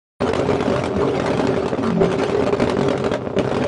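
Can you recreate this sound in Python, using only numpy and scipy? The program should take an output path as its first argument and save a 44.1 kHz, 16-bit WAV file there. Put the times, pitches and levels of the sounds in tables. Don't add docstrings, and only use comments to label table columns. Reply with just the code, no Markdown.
import sys
import numpy as np
from scipy import signal
from scipy.io import wavfile
from scipy.ndimage import uniform_filter1d

SR = 44100
rng = np.random.default_rng(int(sys.argv[2]) if len(sys.argv) > 2 else 0)


def int16_out(signal):
    q = np.round(np.clip(np.atleast_2d(signal).T, -1, 1) * 32767)
    wavfile.write(sys.argv[1], SR, q.astype(np.int16))


def voltage_ratio(level):
    return 10 ** (np.asarray(level, float) / 20)


N = 161847
TIME_S = np.arange(N) / SR


def evened(x):
    return x / np.sqrt(np.mean(x ** 2) + 1e-20)


def wander(x, size):
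    return evened(uniform_filter1d(uniform_filter1d(x, size), size))


def curve(table, column):
    rows = np.array(table)
    return np.interp(TIME_S, rows[:, 0], rows[:, column])


def colour(points):
    f, db = np.transpose(points)
    hz = np.abs(np.fft.fftfreq(8192, 1 / SR))
    log_gain = np.interp(np.log(hz + 1), np.log(f + 1), np.maximum(db, -100)) * np.log(10) / 20
    taps = np.fft.ifft(np.exp(np.conj(signal.hilbert(log_gain)))).real[:4096]
    return taps / np.linalg.norm(taps)


def through(x, taps):
    return signal.oaconvolve(x, taps)[:N]


def patchy(x, patchy_db):
    z = signal.stft(x, nperseg=512)[2]
    patches = uniform_filter1d(rng.standard_normal(z.shape), size=3, axis=0)
    patches = evened(uniform_filter1d(patches, size=4, axis=1))
    return signal.istft(z * voltage_ratio(patchy_db * patches), nperseg=512)[1][:N]


def yard(x):
    t60_s, level_db = 0.19, -18
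    t = np.arange(SR // 2) / SR
    echoes = (rng.random(len(t)) < .05) * rng.choice([-1., 1.], len(t))
    tail = echoes * voltage_ratio(-60 * t / t60_s) * (t > .004)
    tail = uniform_filter1d(tail, size=5)
    return x + voltage_ratio(level_db) * through(x, tail / np.linalg.norm(tail))


def ground_notch(x):
    notch_hz, width_hz, share = 1777, 440, 0.29
    return x - share * signal.lfilter(*signal.iirpeak(notch_hz, notch_hz / width_hz, SR), x)


def rasp():
    middle_s, span_s, mode_hz, level_db = 1.865, 0.045, 1180, -33
    crank_hz = curve(FIRING_RATE, 1) / 2
    turns = np.cumsum(crank_hz) / SR
    tone = 0
    for k in range(9, 19):
        tone = tone + np.cos(2 * np.pi * k * turns) * np.exp(-((k * crank_hz - mode_hz) / 220) ** 2)
    return voltage_ratio(level_db) * tone * np.exp(-((TIME_S - middle_s) / span_s) ** 4)


# start_s, centre_hz, level_db
BOOM_PATH = [
    (1.78, 258, -20.5),
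    (1.83, 249, -22),
    (1.9, 210, -18),
    (1.93, 187, -20),
    (1.97, 193.4, -14.5),
    (2.03, 179, -22),
    (2.08, 174, -22),
    (2.12, 172, -31),
]


def boom():
    width_hz, beat_s = 28, 1.904
    cam_hz, centre = curve(FIRING_RATE, 1) / 4, curve(BOOM_PATH, 1)
    turns = np.cumsum(curve(FIRING_RATE, 1)) / SR / 4
    turns -= np.interp(beat_s, TIME_S, turns)
    fade_in = np.clip((TIME_S - BOOM_PATH[0][0]) / 0.0073, 0, 1)
    fade_out = np.clip((BOOM_PATH[-1][0] - TIME_S) / 0.014, 0, 1)
    tone = 0
    for k in range(2, 18):
        order = np.cos(2 * np.pi * k * turns)
        for m in (1, 2, 3):
            nearness = np.exp(-((k * cam_hz - m * centre) / (m * width_hz)) ** 2)
            tone = tone + order * voltage_ratio(-17 * (m - 1)) * nearness
    return np.sqrt(2) * tone * fade_in * fade_out * voltage_ratio(curve(BOOM_PATH, 2))


# start_s, pitch_hz, level_db
FLAME_BLASTS = [
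    (2.008, 390, -7),
    (2.037, 420, -7.5),
]


def blasts():
    rise_s = 0.0035
    out = np.zeros(N)
    for s, hz, db in FLAME_BLASTS:
        u = np.maximum(TIME_S - s, 0) / rise_s
        out += voltage_ratio(db) * u * np.exp(1 - u) * np.sin(2 * np.pi * hz * (TIME_S - s))
    return out


# middle_s, length_s, pitch_hz, level_db
MODE_SWELLS = [(0.222, 0.025, 578, -18), (0.236, 0.046, 410.8, -16), (0.248, 0.036, 258.0, -18.3),
               (0.307, 0.041, 443.5, -15.5), (0.41, 0.041, 568, -24), (0.544, 0.024, 418, -16),
               (0.555, 0.18, 415.8, -19.5), (0.683, 0.041, 280.0, -15.5), (0.72, 0.085, 403.6, -24),
               (0.748, 0.069, 587.0, -16.5), (0.96, 0.035, 194.0, -14.5), (0.99, 0.036, 97.3, -19),
               (1.013, 0.16, 404.0, -19.5), (1.061, 0.11, 448.4, -16.5), (1.072, 0.058, 285.0, -17),
               (1.147, 0.093, 382.0, -20), (1.271, 0.013, 431.0, -18.0), (1.315, 0.021, 565, -20.5),
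               (1.411, 0.022, 627, -15.5), (1.436, 0.063, 275.0, -17.5), (1.448, 0.12, 388.0, -18.5),
               (1.617, 0.097, 382.0, -21.5), (1.741, 0.025, 424, -21), (2.033, 0.032, 678, -15.5),
               (2.035, 0.071, 570, -19), (2.15, 0.17, 387, -19.5), (2.227, 0.033, 435, -21),
               (2.351, 0.023, 442.6, -14), (2.388, 0.077, 402, -16), (2.479, 0.034, 590, -20),
               (2.484, 0.049, 401, -18), (2.534, 0.015, 420.0, -10), (2.614, 0.056, 252.5, -16),
               (2.615, 0.041, 605, -17.5), (2.639, 0.019, 415.7, -12), (2.76, 0.05, 415.3, -16),
               (2.819, 0.037, 574, -22), (2.86, 0.1, 397.3, -21), (2.875, 0.035, 280.0, -17.5),
               (2.915, 0.029, 576.0, -17), (3.013, 0.033, 398.0, -20), (3.054, 0.037, 587.0, -19.5),
               (3.15, 0.049, 587.0, -20.5), (3.385, 0.018, 194.2, -12.5), (3.39, 0.058, 420.0, -14.5),
               (3.391, 0.033, 608.0, -14), (3.525, 0.048, 420, -30), (3.62, 0.039, 260.1, -17),
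               (3.653, 0.05, 570, -16.5)]


def swells():
    gain_db, wobble_share, throb = -2.5, 0.02996, 0.5
    out = np.zeros(N)
    wobble = 1 + wobble_share * wander(rng.standard_normal(N), 900)
    warped_s = np.cumsum(wobble) / SR
    cam = np.cumsum(curve(FIRING_RATE, 1)) / SR / 4
    for (s, length, hz, db), turn in zip(MODE_SWELLS, rng.random((80, 2))):
        near = slice(max(int((s - 2 * length) * SR), 0), int((s + 2 * length) * SR))
        shape = np.exp(-np.log(16) * ((TIME_S[near] - s) / length) ** 2)
        shape = shape * (1 + throb * np.cos(2 * np.pi * (cam[near] + turn[1])))
        out[near] += voltage_ratio(db + gain_db) * shape * np.sin(2 * np.pi * (hz * warped_s[near] + turn[0]))
    return out


# middle_s, drop_db
BRIEF_DIPS = [(0.327, -13), (0.344, -23), (0.897, -6), (1.76, -5), (1.914, -1), (2.172, -11), (2.365, -5),
              (2.452, -14), (2.559, -16), (2.578, -10), (2.759, -8), (2.805, -3), (2.896, -19), (3.325, -1)]


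def gaps():
    gap_s = .014
    drop_db = 0
    for s, db in BRIEF_DIPS:
        drop_db = drop_db + db * np.cos(np.pi * np.clip((TIME_S - s) / gap_s, -.5, .5)) ** 2
    return voltage_ratio(drop_db)


# start_s, length_s, exhaust_drop_db, crackle_drop_db
SPARK_CUTS = [
    (0.9, 0.059, -2.5, -10),
    (1.737, 0.088, -5.5, -4.5),
    (1.816, 0.1, -3, 1.5),
    (1.906, 0.1, -6.5, -6.5),
    (2.065, 0.048, -6, -5),
    (2.505, 0.019, -6, -30),
    (3.171, 0.24, -5.5, -19),
]


def cut(column):
    edge_s = 0.027
    drop_db = 0
    for row in SPARK_CUTS:
        inside_s = np.minimum(TIME_S - row[0], row[0] + row[1] - TIME_S)
        drop_db = drop_db + row[column] * np.clip(inside_s / edge_s + .5, 0, 1)
    return drop_db


# pitch_hz, width_hz, level_db
PIPE_MODES = [(94.6, 26, -6), (148.1, 30, -14.5), (275, 20, 0), (381.7, 33.5, 0.5), (425.8, 41, 0.5),
              (593, 54, 0.5), (854, 60, -17), (1193, 80, -11.5), (1380, 260, -17)]


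def pipe():
    t = np.arange(4096) / SR
    ring = 0
    for k, (hz, width_hz, db) in enumerate(PIPE_MODES):
        decay = np.exp(-np.pi * width_hz * t)
        ring = ring + (-1) ** k * voltage_ratio(db) * np.sqrt(width_hz) * decay * np.sin(2 * np.pi * hz * t)
    return ring / np.linalg.norm(ring)


def push(length_s):
    u = np.arange(1024) / SR / length_s
    shape = u * (2 - u) * np.exp(-u)
    return shape / np.linalg.norm(shape)


def crack(t60_s, tail_db):
    rise_s, tail_t60_s = .0016, 0.13
    t = np.arange(6000) / SR
    decay = voltage_ratio(-60 * t / t60_s) + voltage_ratio(tail_db - 60 * t / tail_t60_s)
    return np.minimum(t / rise_s, 1) ** 2 * decay


# start_s, crack_db, thump_db
SHARP_POPS = [(0.2184, -21.5, -13), (0.289, -18.5, -13.5), (0.3334, -14, -14.5), (0.3535, -18.5, -19),
              (0.394, -19, -25), (0.5317, -23, -12.5), (0.6052, -18, -14), (0.6255, -21, -15),
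              (0.6985, -21.5, -15), (0.7609, -15.5, -20), (0.8367, -16, -15), (0.8565, -19, -21),
              (0.9627, -26, -14.5), (1.197, -18, -16), (1.2181, -26.5, -13.5), (1.259, -17.5, -16.5),
              (1.3022, -20.5, -17.5), (1.3318, -28, -20), (1.3732, -22.5, -17), (1.3948, -17, -12),
              (1.4496, -23, -20), (1.47, -17, -17), (1.5417, -23, -16), (1.5628, -24.5, -18.5),
              (1.6582, -21.5, -15), (1.6796, -17.5, -20), (1.9026, -20, -20.5),
              (2.1158, -19, -20), (2.235, -17.5, -12.5), (2.2959, -20, -15), (2.3463, -22, -16),
             (2.4223, -23, -12.5), (2.4636, -22, -13.5), (2.5258, -18.5, -14), (2.5985, -17, -9.5),
             (2.6195, -16, -13), (2.673, -22.5, -14), (2.6955, -13, -16.5), (2.7677, -28, -14),
             (2.7876, -25, -15), (2.81, -24, -18.5), (2.8303, -22.5, -18.5), (2.884, -14.5, -13.5),
             (2.9043, -18, -14), (2.9756, -22, -20.5), (3.04, -17.5, -16.5), (3.0611, -18.5, -14.5),
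             (3.1152, -18.5, -10.5), (3.1366, -14.5, -16.5), (3.3651, -30, -15.5), (3.3852, -14.5, -18),
             (3.4909, -27, -21), (3.5443, -20.5, -19), (3.5658, -20.5, -13.5), (3.6376, -17.5, -15.5)]
# start_s, crack_db, thump_db
DULL_BANGS = [(0.488, -26, -13.5), (0.6771, -27, -14.5), (0.72, -22, -14.5), (0.7767, -27, -18.5),
              (1.731, -33, -12), (1.7763, -39, -19), (2.0427, -19, -14.5), (2.056, -37, -14.5),
              (2.1264, -21.5, -18.5), (2.1379, -35, -14.5), (2.6368, -27, -12), (2.9553, -33, -19),
              (2.9985, -28, -19), (3.2711, -29, -15), (3.2998, -40, -20.5), (3.3329, -62, -22.5),
              (3.3962, -27, -12.5), (3.5123, -23, -17)]
# frequency_hz, level_db_per_hz
CRACK_SPECTRUM = [(410, -22), (700, -1), (878, -2.5), (2660, -14.5), (3420, -17.5), (9050, -33.5),
                  (10500, -38.5), (13600, -70), (22000, -120)]


def pops():
    misfire_s, misfire_db, damp_s = .009, -6, .006
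    s, crack_db, thump_db = np.transpose(SHARP_POPS + DULL_BANGS)
    at, cracks, thumps = (s * SR).astype(int), np.zeros(N), np.zeros(N)
    cracks[at] = voltage_ratio(crack_db - 4)
    thumps[at] = voltage_ratio(thump_db + 22)
    spit = through(patchy(rng.standard_normal(N), 3.5), colour([(700, -13)] + CRACK_SPECTRUM[2:]))
    spit = spit / np.sqrt(uniform_filter1d(spit ** 2, size=160))
    spit = spit * through(cracks, crack(.016, -13))
    ring = pipe()[:1024] * np.exp(-np.arange(1024) / SR / damp_s)
    body = np.convolve(voltage_ratio(-1.5) * push(0.00043) + voltage_ratio(6.5) * ring, np.hanning(19) / 9)
    lead = round(misfire_s * SR)
    misfire = through(np.roll(cracks > 0, -lead) * 1., np.hanning(lead + 60))
    misfire = np.minimum(misfire, 1)
    return spit * voltage_ratio(5.5) + through(thumps, body), voltage_ratio(misfire_db * misfire)


# start_s, firings_per_s
FIRING_RATE = [(.2, 177.7), (1.76, 178), (1.9, 182), (1.96, 172), (2.06, 170.5), (2.15, 190), (3.15, 197),
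               (3.36, 177), (3.45, 201)]
CYLINDER_LEVELS = [2.5, -7, 1, -3.5]


def firings():
    lit_share, spread_db, jitter_s = .55, 3.5, 0.00049
    at = np.flatnonzero(np.diff(np.floor(np.cumsum(curve(FIRING_RATE, 1)) / SR)))
    spread, shift = rng.standard_normal((900, 2))[:len(at)].T
    lit = rng.random(900)[:len(at)] < lit_share
    level_db = np.resize(CYLINDER_LEVELS, len(at)) + spread_db * spread
    train = np.zeros(N)
    at = np.clip(at + (shift * jitter_s * SR).astype(int), 0, N - 1)
    train[at] = voltage_ratio(level_db + np.where(lit, 0, -12))
    return train


# start_s, exhaust_db, crackle_db
ENGINE_EFFORT = [(.21, -17.5, -33.5), (.75, -17.5, -34), (1.1, -17.5, -34.5), (1.4, -16.5, -32.5),
                 (1.7, -18, -37), (2.06, -13.5, -31), (2.2, -18, -32.5), (2.45, -16.5, -34.5),
                 (2.65, -16.5, -32.5), (3.15, -18.5, -46), (3.4, -17.5, -43), (3.5, -16.5, -38.5),
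                 (3.67, -18.5, -35)]
# frequency_hz, level_db_per_hz
FLAME_SPECTRUM = [(15, -75), (25, -30), (136, 4), (337, -8), (413, 5), (518, -7), (10500, -48),
                  (13600, -63), (22000, -120)]


def engine():
    firing_db, ring_db, flame_db, hiss_db, puff_db = -13.5, -7, -7.5, -10, -1.5
    rattle_db, front_s, drift_s = 1, 0.00036, .0009
    train = firings()
    roar, jet, slow = rng.standard_normal((3, N))
    lumps = voltage_ratio(1.5 * wander(slow, 400))
    rattle = voltage_ratio(6.7 * np.minimum(rng.exponential(1, N), 4)) * (rng.random(N) < 400 / SR)
    fronts = evened(through(train, np.convolve(push(front_s), np.hanning(9))))
    ring = evened(through(evened(train) + voltage_ratio(rattle_db) * evened(rattle), pipe()))
    drift = drift_s * SR * wander(slow[::-1], 1800)
    ring = np.interp(np.arange(N) + drift, np.arange(N), ring)
    flame = evened(through(roar * lumps, colour(FLAME_SPECTRUM)))
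    low = voltage_ratio(firing_db) * fronts + voltage_ratio(ring_db) * ring + voltage_ratio(flame_db) * flame
    puffs = voltage_ratio(hiss_db) + voltage_ratio(puff_db) * evened(through(train, crack(0.05, -19.5)))
    hiss = patchy(jet, 4.6) * puffs * voltage_ratio(curve(ENGINE_EFFORT, 2) + cut(3))
    hiss = through(hiss, colour([(300, -26.5)] + CRACK_SPECTRUM))
    return low * voltage_ratio(curve(ENGINE_EFFORT, 1) + cut(2)) + hiss


def scene():
    bangs, misfire = pops()
    exhaust = ((engine() + swells()) * misfire + bangs) * gaps()
    x = exhaust + boom() + blasts() + rasp()
    x = x + .8 * (x ** 2 - uniform_filter1d(x ** 2, 400))
    return ground_notch(yard(x))[None]


def treble_gated(x):
    floor_db, spread_db, top_db, edge_hz = -67, 5, 8, 10500
    hz, _, z = signal.stft(x, SR, nperseg=2048)
    power = abs(z) ** 2
    bands = uniform_filter1d(power, size=8, axis=1)[:, 4::8]
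    ragged = evened(uniform_filter1d(rng.standard_normal(bands.shape), size=3, axis=2))
    limit_db = floor_db + spread_db * ragged + top_db * (hz[4::8, None] / edge_hz) ** 4
    limit = power.sum(1, keepdims=True) * voltage_ratio(2 * limit_db)
    keep = np.repeat(bands > limit, 8, axis=1)
    keep = np.concatenate([keep, keep[:, -1:]], axis=1) | (hz < 1500)[:, None]
    return signal.istft(z * keep, SR, nperseg=2048)[1][:, :N]


def roll_off(x):
    return signal.sosfilt(signal.butter(12, 10630, fs=SR, output="sos"), x)


def record(dry):
    start_s, rise_s, edge_hz = 0.2017, 0.0074, 10500
    x = signal.sosfilt(signal.butter(2, 60, "high", fs=SR, output="sos"), dry)
    x = 0.68 * np.tanh(x / 0.72) * np.clip((TIME_S - start_s) / rise_s, 0, 1)
    low_pass = signal.firwin(255, edge_hz, window=("kaiser", 8), fs=SR)
    x = signal.oaconvolve(x, low_pass[None], "same")
    mix = treble_gated(x)
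    return roll_off(mix)


dry = scene()
out = record(dry)
int16_out(out)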